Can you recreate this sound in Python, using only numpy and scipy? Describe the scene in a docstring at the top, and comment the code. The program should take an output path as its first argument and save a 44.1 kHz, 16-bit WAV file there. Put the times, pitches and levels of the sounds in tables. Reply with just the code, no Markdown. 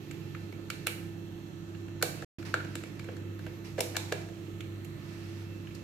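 """Paper sachet over a mixing bowl

A kitchen, the microphone close to a sachet of powder being tipped, squeezed and flicked over a plastic
bowl. Fingers rub the paper, and its stiff panels buckle in short snaps that wake the bowl and the walls.
In the background, to the right, a refrigerator hums throughout. The sound cuts out once for a moment."""
import sys
import numpy as np
from scipy import signal
from scipy.fft import rfft, irfft
from scipy.io import wavfile
from scipy.ndimage import uniform_filter1d

SR = 44100
rng = np.random.default_rng(int(sys.argv[2]) if len(sys.argv) > 2 else 0)


def pcm_store(signal):
    """Save signal as 16-bit PCM."""
    levels = np.round(np.clip(np.atleast_2d(signal), -1, 1) * 32767)
    wavfile.write(sys.argv[1], SR, levels.astype(np.int16).T)


N = 257448

# refrigerator tones, the mains hum first: pitch_hz, left_db, right_db, left_lead_rad, waver_db
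FRIDGE_TONES = [ (100.0, -46, -45, .13, .4), (144.7, -60, -53, 0, 3), (168.1, -58, -51, -.15, 1),
                (200.1, -59, -52, .26, .8), (336.3, -52.5, -46.5, .41, .6), (1281, -78, -75, 0, 2),
                (1776, -69, -75, 0, 2), (3203, -88, -75, 0, 1), (3892, -86, -77, 0, 1),
                (4140, -80, -77, 0, 2.5), (5469, -90, -80, 0, 1), (5965, -85, -76, 0, 2),
                (6605, -90, -79, 0, 2), (7300, -86, -80, 0, 2), (12419, -91, -82, 0, 1),
                (12930, -92, -83, 0, 1)]
# slow rise of the mains hum: time_s, gain_db
MAINS_GAIN = [(0, -2.5), (1.5, -2), (3.2, 0.5), (5.8, 0)]
# course of the strongest whine: time_s, level_db
WHINE_COURSE = [(0, -65), (1.2, -65.5), (1.6, -67), (3.3, -64), (4.4, -68.5), (5.42, -66), (5.52, -56),
                (5.62, -65), (5.84, -66)]
# spectrum of the room tone, refrigerator rumble and hiss: frequency_hz, relative_db
ROOM_TONE_COLOUR = [(25, -43.5), (40, -19), (55, -10), (80, -15), (140, -5.5), (220, -19.5), (310, -8),
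                    (420, -18), (800, -25), (2500, -29.5), (4100, -32.5), (5000, -42.5), (7200, -34.5),
                    (9500, -53.5), (16000, -52)]
# resonances in the room tone: centre_hz, width_hz, gain_db
ROOM_TONE_PEAKS = [(141, 296, 5), (1300, 140, 3.5), (2696, 46, 2), (4200, 90, 3), (11940, 490, 13),
                   (12840, 350, 14)]
# slow wander of the room tone: frequency_hz, swing_db
ROOM_TONE_SWING = [(50, 1), (250, 1.6), (2000, 1.6)]
# where the room tone sits: frequency_hz, left_minus_right_db
ROOM_TONE_BALANCE = [(60, -5.5), (92, 0.5), (140, -9.5), (210, -6), (330, -6.5), (500, -5.5), (770, -7.5),
                     (1170, -7.5), (1790, 6), (2740, -25), (4190, -1.5), (6410, -4.5), (9810, -13),
                     (15000, -8)]
# how alike the room sounds on the microphone's two sides: frequency_hz, correlation
ROOM_LIKENESS = [(60, 0.63), (120, 1), (240, 0.69), (480, 0.7), (950, -0.38), (1890, 0.029), (3770, -0.26),
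                 (7520, -0.043), (15000, -0.05)]
# finger strokes on the paper: start_s, length_s, level_db, swell_s
FINGER_STROKES = [(0, 0.45, -61.5, 0.019), (0.706, 0.34, -59.5, 0.038), (1.653, 0.17, -68.5, 0.035),
                  (1.97, 0.42, -54, 0.11), (2.449, 0.014, -45.5, 0.0036), (2.5, 0.38, -56.5, .03),
                  (2.788, 0.35, -61, 0.042), (3.387, 0.17, -60, .03), (3.64, 0.019, -50, 0.011),
                  (3.76, 0.46, -53.5, 0.025), (4.097, 0.38, -62.5, .05), (4.92, 0.5, -56, 0.17),
                  (5.387, 0.48, -63, 0.066), (5.744, .02, -57, 0.0075)]
# spectrum of rubbed paper: frequency_hz, relative_db
PAPER_COLOUR = [(700, 11), (1400, 5), (2200, 13.5), (3200, 0.5), (4800, 6.5), (7000, -5), (10000, -6),
                (16000, -22.5)]
# snaps of the sachet: start_s, strength_db, slope_db_per_octave, crack_boost_db, fizz_boost_db,
# bowl_knock_db, lower_panel_hz, upper_panel_hz, left_minus_right_db
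SACHET_SNAPS = [ (0.11, -51, -2, -1, 3, -59, 2020, 7300, 1),
                (0.3477, -46, -9, -3.5, 0, -69, 1350, 2080, -3),
                (0.5231, -57, -3, 4, 5, -56, 2040, 2260, 2),
                (0.7008, -42.5, 0.9, 4, -1, -55, 1350, 4400, 0),
                (0.8645, -47.5, -1, 3, -4, -48, 1300, 4370, 0),
                (0.8685, -37.5, 0, 5.5, 9, -42, 1330, 4160, -2),
                (0.877, -50, -1, 10.5, 0, -51, 2560, 3400, 7), (1.7475, -59, -7, 4, 0, -76, 2850, 4120, -8),
                (1.8803, -62, -4.5, 3, 7, -54, 1540, 2840, -2),
                (2.014, -47, -6, -11, 5, -49, 1460, 2300, -2),
                (2.025, -33, 2, -3.5, 1.5, -48, 1300, 4450, -2),
                (2.0275, -37.5, -12, 7, 0, -31, 736, 1540, -6),
                (2.2215, -47, -4.5, -18, 0.5, -43.5, 1300, 1690, 0.5),
                (2.4253, -54.5, -3, -2, -3, -55.5, 1430, 2380, 2),
                (2.5406, -26.5, -7.5, -5.5, 1, -34.5, 1350, 1540, -6),
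                (2.561, -44, -13, -9, 0, -51, 1340, 1480, -1),
                (2.602, -44.5, -9, -2, 0, -62, 1380, 1520, 1),
                (2.645, -53.5, -3, 2.5, -5, -50, 1510, 6300, -4),
                (2.7533, -44, -1, -0.5, 3.5, -49, 3760, 7600, -1),
                (2.8357, -50, -4, 1, 1, -51, 2280, 7600, 1),
                (2.9936, -51, -1.5, 1.5, -3, -75, 2280, 4730, 2),
                (3.0414, -57, -3.5, -1, 5, -74, 2280, 7000, 0),
                (3.086, -51, -13, 7.5, 0, -41.5, 474, 1590, 0),
                (3.1648, -57.5, -0.5, -10, -4, -59, 1750, 4200, 3),
                (3.3905, -54.5, -3.5, -6, 1, -56, 1600, 4200, -6),
                (3.464, -51.5, -5, -0.5, 5, -45, 1600, 2560, -6),
                (3.7795, -48.5, -3, -1, -4, -34.5, 443, 2280, 2),
                (3.7836, -48, -3, -7, -4, -33.5, 557, 1660, -14),
                (3.79, -47, 0.5, 1, -3, -34, 706, 2040, 7),
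                (3.805, -44.5, 5, 5.5, 2, -32.5, 3700, 5270, 4.5),
                (3.946, -53, -5, 3, 0, -43.5, 1640, 2260, 0), (3.954, -45, -6.5, 4, -4, -54, 840, 1700, 4),
                (3.966, -37, 2.5, -1.5, -4.5, -43.5, 830, 3770, 1),
                (4.119, -50.5, -3.5, 12, -3, -36, 415, 1620, 9),
                (4.1223, -36.5, -1.5, -2, -1, -32.5, 690, 1690, -1),
                (4.285, -62.5, -1, -4, -4, -61, 1600, 4200, 0),
                (4.6055, -52.5, -2.5, 9, 4, -63, 3500, 6440, 2),
                (4.8446, -71, 5.5, 11, 1.5, -60, 6750, 12000, -8),
                (5.6699, -63, -2, 7, -6, -73, 1700, 2960, 10), (5.705, -68, -2, 7, 0, -62, 2440, 3020, 2),
                (5.7472, -70, 7, 1, -6, -64, 4180, 4860, 4)]
FIZZ_TOP_HZ = 13900
# a snap's registers (knock, hollow, panel, crack, edge, tick, fizz):
# low_hz, high_hz, ring_t60_s, lift_db, left_minus_right_db, room_send_db
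SNAP_REGISTERS = [(274, 770, 0.043, 0.5, -5.5, -2.5), (713, 1160, 0.012, -1.5, 1, -2.5),
                  (1214, 1800, 0.0034, 0.5, 2, -6), (1770, 3210, 0.016, 1, -10, -2.5),
                  (3360, 4650, 0.0056, -2.5, 3.5, -2), (4950, 8030, 0.016, -1.5, 0, -4),
                  (7840, FIZZ_TOP_HZ, 0.013, -3.5, -0.5, -4)]
# extra ring of each register when it holds a panel's pitch: lift_db
PANEL_RING_DB = [1.7, 11.6, 2.84, 3.3, 1.1, 3, 1.8]
# resonances and dips of sachet and bowl: centre_hz, width_hz, gain_db
SACHET_AND_BOWL = [(484, 80, 10), (632, 47, 5), (906, 48, 3.5), (2280, 150, 6.5), (2770, 240, 4.5),
                   (1300, 160, -4.5), (1886, 72, -11), (4440, 410, 2), (7200, 330, 2.5)]
# decay of the kitchen's reverberation: frequency_hz, t60_s
REVERB_T60 = [(400, 0.67), (1500, 0.53), (4000, 0.5), (8000, .5), (15000, 0.5)]
# where the reverberation sits: frequency_hz, left_minus_right_db
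REVERB_BALANCE = [(400, -1), (900, -4.5), (1600, -2), (2300, -0.5), (3100, -15), (4300, -2), (7000, 0),
                  (9000, -17), (14000, -1.5)]


def from_db(db):
    """Decibels to gain."""
    return 10 ** (np.asarray(db) / 20)


def unit_rms(x):
    """Scale to unit rms."""
    return x / np.sqrt(np.mean(x ** 2) + 1e-20)


def at_hz(points, hz):
    """Read a table on a log-frequency axis."""
    frequencies, values = np.transpose(points)
    return np.interp(np.log(hz), np.log(frequencies), values)


def pan(db):
    """Left and right gains of constant power; positive is left."""
    return unit_rms(from_db([[db / 2], [-db / 2]]))


def drift(rate_hz, hop=40, settle=2000):
    """Slow random wander of unit rms."""
    pole = np.exp(-2 * np.pi * hop * rate_hz / SR)
    white = rng.standard_normal(N // hop + settle + 2)
    slow = signal.lfilter([1], [1, -2 * pole, pole * pole], white)[settle:]
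    return np.interp(np.arange(N) / hop, np.arange(len(slow)), unit_rms(slow))


def band(x, low, high, order=2):
    """Butterworth band-pass."""
    sos = signal.butter(order, [low, min(high, .47 * SR)], "band", fs=SR, output="sos")
    return signal.sosfilt(sos, x)


def resonate(x, peaks):
    """Each resonance lifts or dips its own band."""
    for hz, width_hz, db in peaks:
        r = np.exp(-np.pi * width_hz / SR)
        ring = signal.lfilter([1, 0, -1], [1, -2 * r * np.cos(2 * np.pi * hz / SR), r * r], x)
        x = x + (from_db(db) - 1) * (1 - r * r) / 2 * ring
    return x


def diffuse_bands(size, balance):
    """Noise reaching the microphone from all round the room, in third octaves: (centre_hz, stereo)."""
    edges = 22 * 2 ** (np.arange(30) / 3)
    white = rng.standard_normal((2, 2, size))
    for k, (low, high) in enumerate(zip(edges, edges[1:])):
        mid, side = band(white[k % 2], low, high)
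        hz = np.sqrt(low * high)
        alike = at_hz(ROOM_LIKENESS, hz)
        stereo = np.sqrt(1 + alike) * mid + np.sqrt(1 - alike) * side * [[1], [-1]]
        yield hz, pan(at_hz(balance, hz)) * stereo


def refrigerator(waver_hz=3, mains_hz=100, beat_hz=1.398, motor_db=-8.5, in_step_s=0.43):
    """Background hum of wavering tones; the motor runs just under the mains hum and beats with it."""
    t = np.arange(N) / SR
    tones = []
    for hz, left_db, right_db, lead_rad, waver_db in FRIDGE_TONES:
        waver_rad = 0.06 * (hz / mains_hz) ** 0.67
        phase = 2 * np.pi * (hz * t + rng.random()) + waver_rad * drift(waver_hz)
        level = from_db(np.array([[left_db], [right_db]]) + waver_db * drift(waver_hz))
        tones.append(np.sqrt(2) * level * np.exp(1j * (phase + [[lead_rad], [0]])))
    beat = 1 + from_db(motor_db) * np.exp(-2j * np.pi * beat_hz * (t - in_step_s))
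    mains = tones[0] * beat * from_db(np.interp(t, *np.transpose(MAINS_GAIN)))
    return np.imag(mains + sum(tones[1:]))


def whine(pitch_hz=2659, waver_hz=7, waver_db=1.0, waver_rad=0.55):
    """A thin whine comes and goes to the right of the microphone."""
    t = np.arange(N) / SR
    level = from_db(np.interp(t, *np.transpose(WHINE_COURSE)) - waver_db * drift(waver_hz))
    return pan(-15) * level * np.sin(2 * np.pi * pitch_hz * t + waver_rad * drift(waver_hz))


def room_tone(level_db=-46):
    """The refrigerator's rumble and the room's faint hiss, each band slowly rising and falling."""
    noise = 0
    for hz, stereo in diffuse_bands(N, ROOM_TONE_BALANCE):
        swing_db = at_hz(ROOM_TONE_SWING, hz) * drift(rate_hz=0.67)
        noise += stereo * from_db(at_hz(ROOM_TONE_COLOUR, hz) + swing_db)
    return from_db(level_db) * unit_rms(resonate(noise, ROOM_TONE_PEAKS))


def finger_pressure(release_s=0.072):
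    """Each stroke swells, holds and dies away."""
    t = np.arange(N) / SR
    strokes = []
    for start_s, length_s, level_db, swell_s in FINGER_STROKES:
        swell = np.clip((t - start_s) / swell_s, 0, 1)
        release = np.exp(-np.maximum(t - start_s - length_s, 0) / release_s)
        strokes.append(from_db(level_db) * swell * release)
    return np.max(strokes, axis=0)


def rubbing(grains_per_s=1800, grain_db=3, clump_db=3, hiss_gain=4.3):
    """Close up, a little right: paper fibres catch and slip under the fingers, tiny grains in a hiss."""
    caught = rng.random(N) < grains_per_s * from_db(clump_db * drift(15)) / SR
    signs = rng.choice([-1, 1], N)
    sizes = from_db(grain_db * np.minimum(rng.exponential(1, N), 4))
    slips = unit_rms(caught * signs * sizes) + hiss_gain * rng.standard_normal((2, N))
    edges = 700 * 2 ** (np.arange(10) / 2)
    paper = 0
    for k, (low, high) in enumerate(zip(edges, edges[1:])):
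        gain = from_db(at_hz(PAPER_COLOUR, np.sqrt(low * high)))
        paper += (-1) ** k * band(slips, low, high) * gain
    return unit_rms(paper) * pan(-5) * finger_pressure()


def fibre_slips(envelope, evenness=0.71, grit_db=1.5, fibre_s=.0004):
    """Mid and side of a run of slips with no deep spectral gaps; some fibres let go harder."""
    size = len(envelope)
    half_shape = np.sqrt(envelope)   # applied before and after evening the spectrum
    spectrum = rfft(rng.standard_normal((2, size)) * half_shape)
    slips = irfft(spectrum / (np.abs(spectrum) + 1e-9) ** evenness, size)
    fibre = (np.arange(size) / (fibre_s * SR)).astype(int)
    grit = from_db(-grit_db * np.clip(rng.standard_normal(size), -2, 2))[fibre]
    return slips * half_shape * grit


def register_levels(strength_db, slope_db, crack_db, fizz_db, knock_db, panels_hz, bowl_share=0.4):
    """The paper's five registers lie on a slope; knock and crack both drive the hollow of the pouch."""
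    low, high, _, lift_db = np.transpose(SNAP_REGISTERS)[:4]
    centres = np.sqrt(low * high)
    panel, crack, edge, tick, fizz = strength_db + slope_db * np.log2(centres[2:] / centres[2])
    hollow = bowl_share * knock_db + (1 - bowl_share) * crack - 11
    levels_db = np.array([knock_db, hollow, panel, crack + crack_db, edge, tick, fizz + fizz_db])
    nearest = [np.argmin(np.maximum(low / hz, hz / high)) for hz in panels_hz]
    ringing = np.isin(np.arange(len(low)), nearest)
    return levels_db + lift_db + np.array(PANEL_RING_DB) * ringing


def snap(buckle_s, levels_db, panels_hz, side_db, span_s=0.0081, lead_s=.002):
    """A crease gives way in a quick run of tiny slips; returns the close sound and the room feed."""
    t = np.maximum(np.arange(4096) / SR - lead_s, 0)
    run = np.minimum(t / (0.2 * buckle_s), 1) * np.exp(-(t / buckle_s) ** 4)
    # the walls hear the snap from all sides at once, so its fine colour averages to one clean kick
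    kick = signal.unit_impulse(len(t), int(np.argmax(run)))
    close_panels = [(hz, 0.073 * hz, 11) for hz in panels_hz]   # centre_hz, width_hz, gain_db
    room_panels = [(hz, 0.22 * hz, 6) for hz in panels_hz]
    close, room_feed = 0, 0
    for (low, high, t60_s, _, lean_db, send_db), db in zip(SNAP_REGISTERS, levels_db):
        # the paper rings on after the slips, longest in the lowest register
        energy_decay = from_db(-120 / (t60_s * SR))
        envelope = np.sqrt(signal.lfilter([1], [1, -energy_decay], run ** 2))
        mid, side = fibre_slips(envelope)
        side = side * 0.93 * np.sqrt(low / SNAP_REGISTERS[-1][0])   # wider towards the treble
        paths = np.array([mid + side, mid - side, kick]) + 1e-18   # left, right, room
        paths = resonate(band(paths, low, high, order=3), SACHET_AND_BOWL)
        paths = np.array([*resonate(paths[:2], close_panels), resonate(paths[2], room_panels)])
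        energy = np.sum(paths ** 2, axis=1, keepdims=True)
        paths *= from_db(db) * np.sqrt(span_s * SR / energy)
        close += paths[:2] * pan(lean_db + side_db * (high > 2000))
        room_feed = paths[2] * from_db(send_db) - room_feed   # neighbouring registers alternate in sign
    return close, room_feed


def sachet(buckle_s=0.0027, buckle_at_db=-35, halving_db=20.5, lead_s=.0025, send_db=-1.5):
    """The panels snap close to the microphone; the harder the snap, the faster it buckles."""
    close, room_feed = np.zeros((2, N + SR)), np.zeros(N + SR)
    for start_s, strength_db, *colour, lower_hz, upper_hz, side_db in SACHET_SNAPS:
        panels_hz = lower_hz, upper_hz
        run_s = buckle_s * 2 ** ((buckle_at_db - strength_db) / halving_db)
        levels_db = register_levels(strength_db, *colour, panels_hz)
        direct, feed = snap(run_s, levels_db, panels_hz, side_db)
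        at = round((start_s - lead_s) * SR)
        close[:, at:at + len(feed)] += direct
        room_feed[at:at + len(feed)] += feed
    return close[:, :N], room_feed[:N] * from_db(send_db)


def kitchen_reverb(feed, build_s=0.0014, early_db=3, early_s=0.01):
    """The worktop and bowl answer first, then the hard walls give a tail that dies band by band."""
    t = np.arange(SR * 3 // 4) / SR
    tail = sum(noise * from_db(-60 * t / at_hz(REVERB_T60, hz))
               for hz, noise in diffuse_bands(len(t), REVERB_BALANCE))
    build = 1 - np.exp(-(t / build_s) ** 2)
    early_lift = from_db(early_db * np.exp(-t / early_s))
    response = unit_rms(tail * build * early_lift) / np.sqrt(len(t))
    return signal.fftconvolve(feed[None], response, axes=1)[:, :N]


def scene():
    """The sachet close to the microphone, the kitchen around it."""
    snaps, room_feed = sachet()
    return snaps + kitchen_reverb(room_feed) + rubbing() + refrigerator() + whine() + room_tone()


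def record(dry, dropout_start_s=2.247, dropout_end_s=2.385, cutoff_hz=16300):
    """The sound drops out briefly, and the highest treble is cut."""
    t = np.arange(N) / SR
    live = (t < dropout_start_s) | (t > dropout_end_s)
    gate = uniform_filter1d(1.0 * live, size=64)
    low_pass = signal.ellip(10, .1, 80, cutoff_hz, fs=SR, output="sos")
    return signal.sosfilt(low_pass, dry * gate + 1e-18)


dry = scene()
out = record(dry)
pcm_store(out)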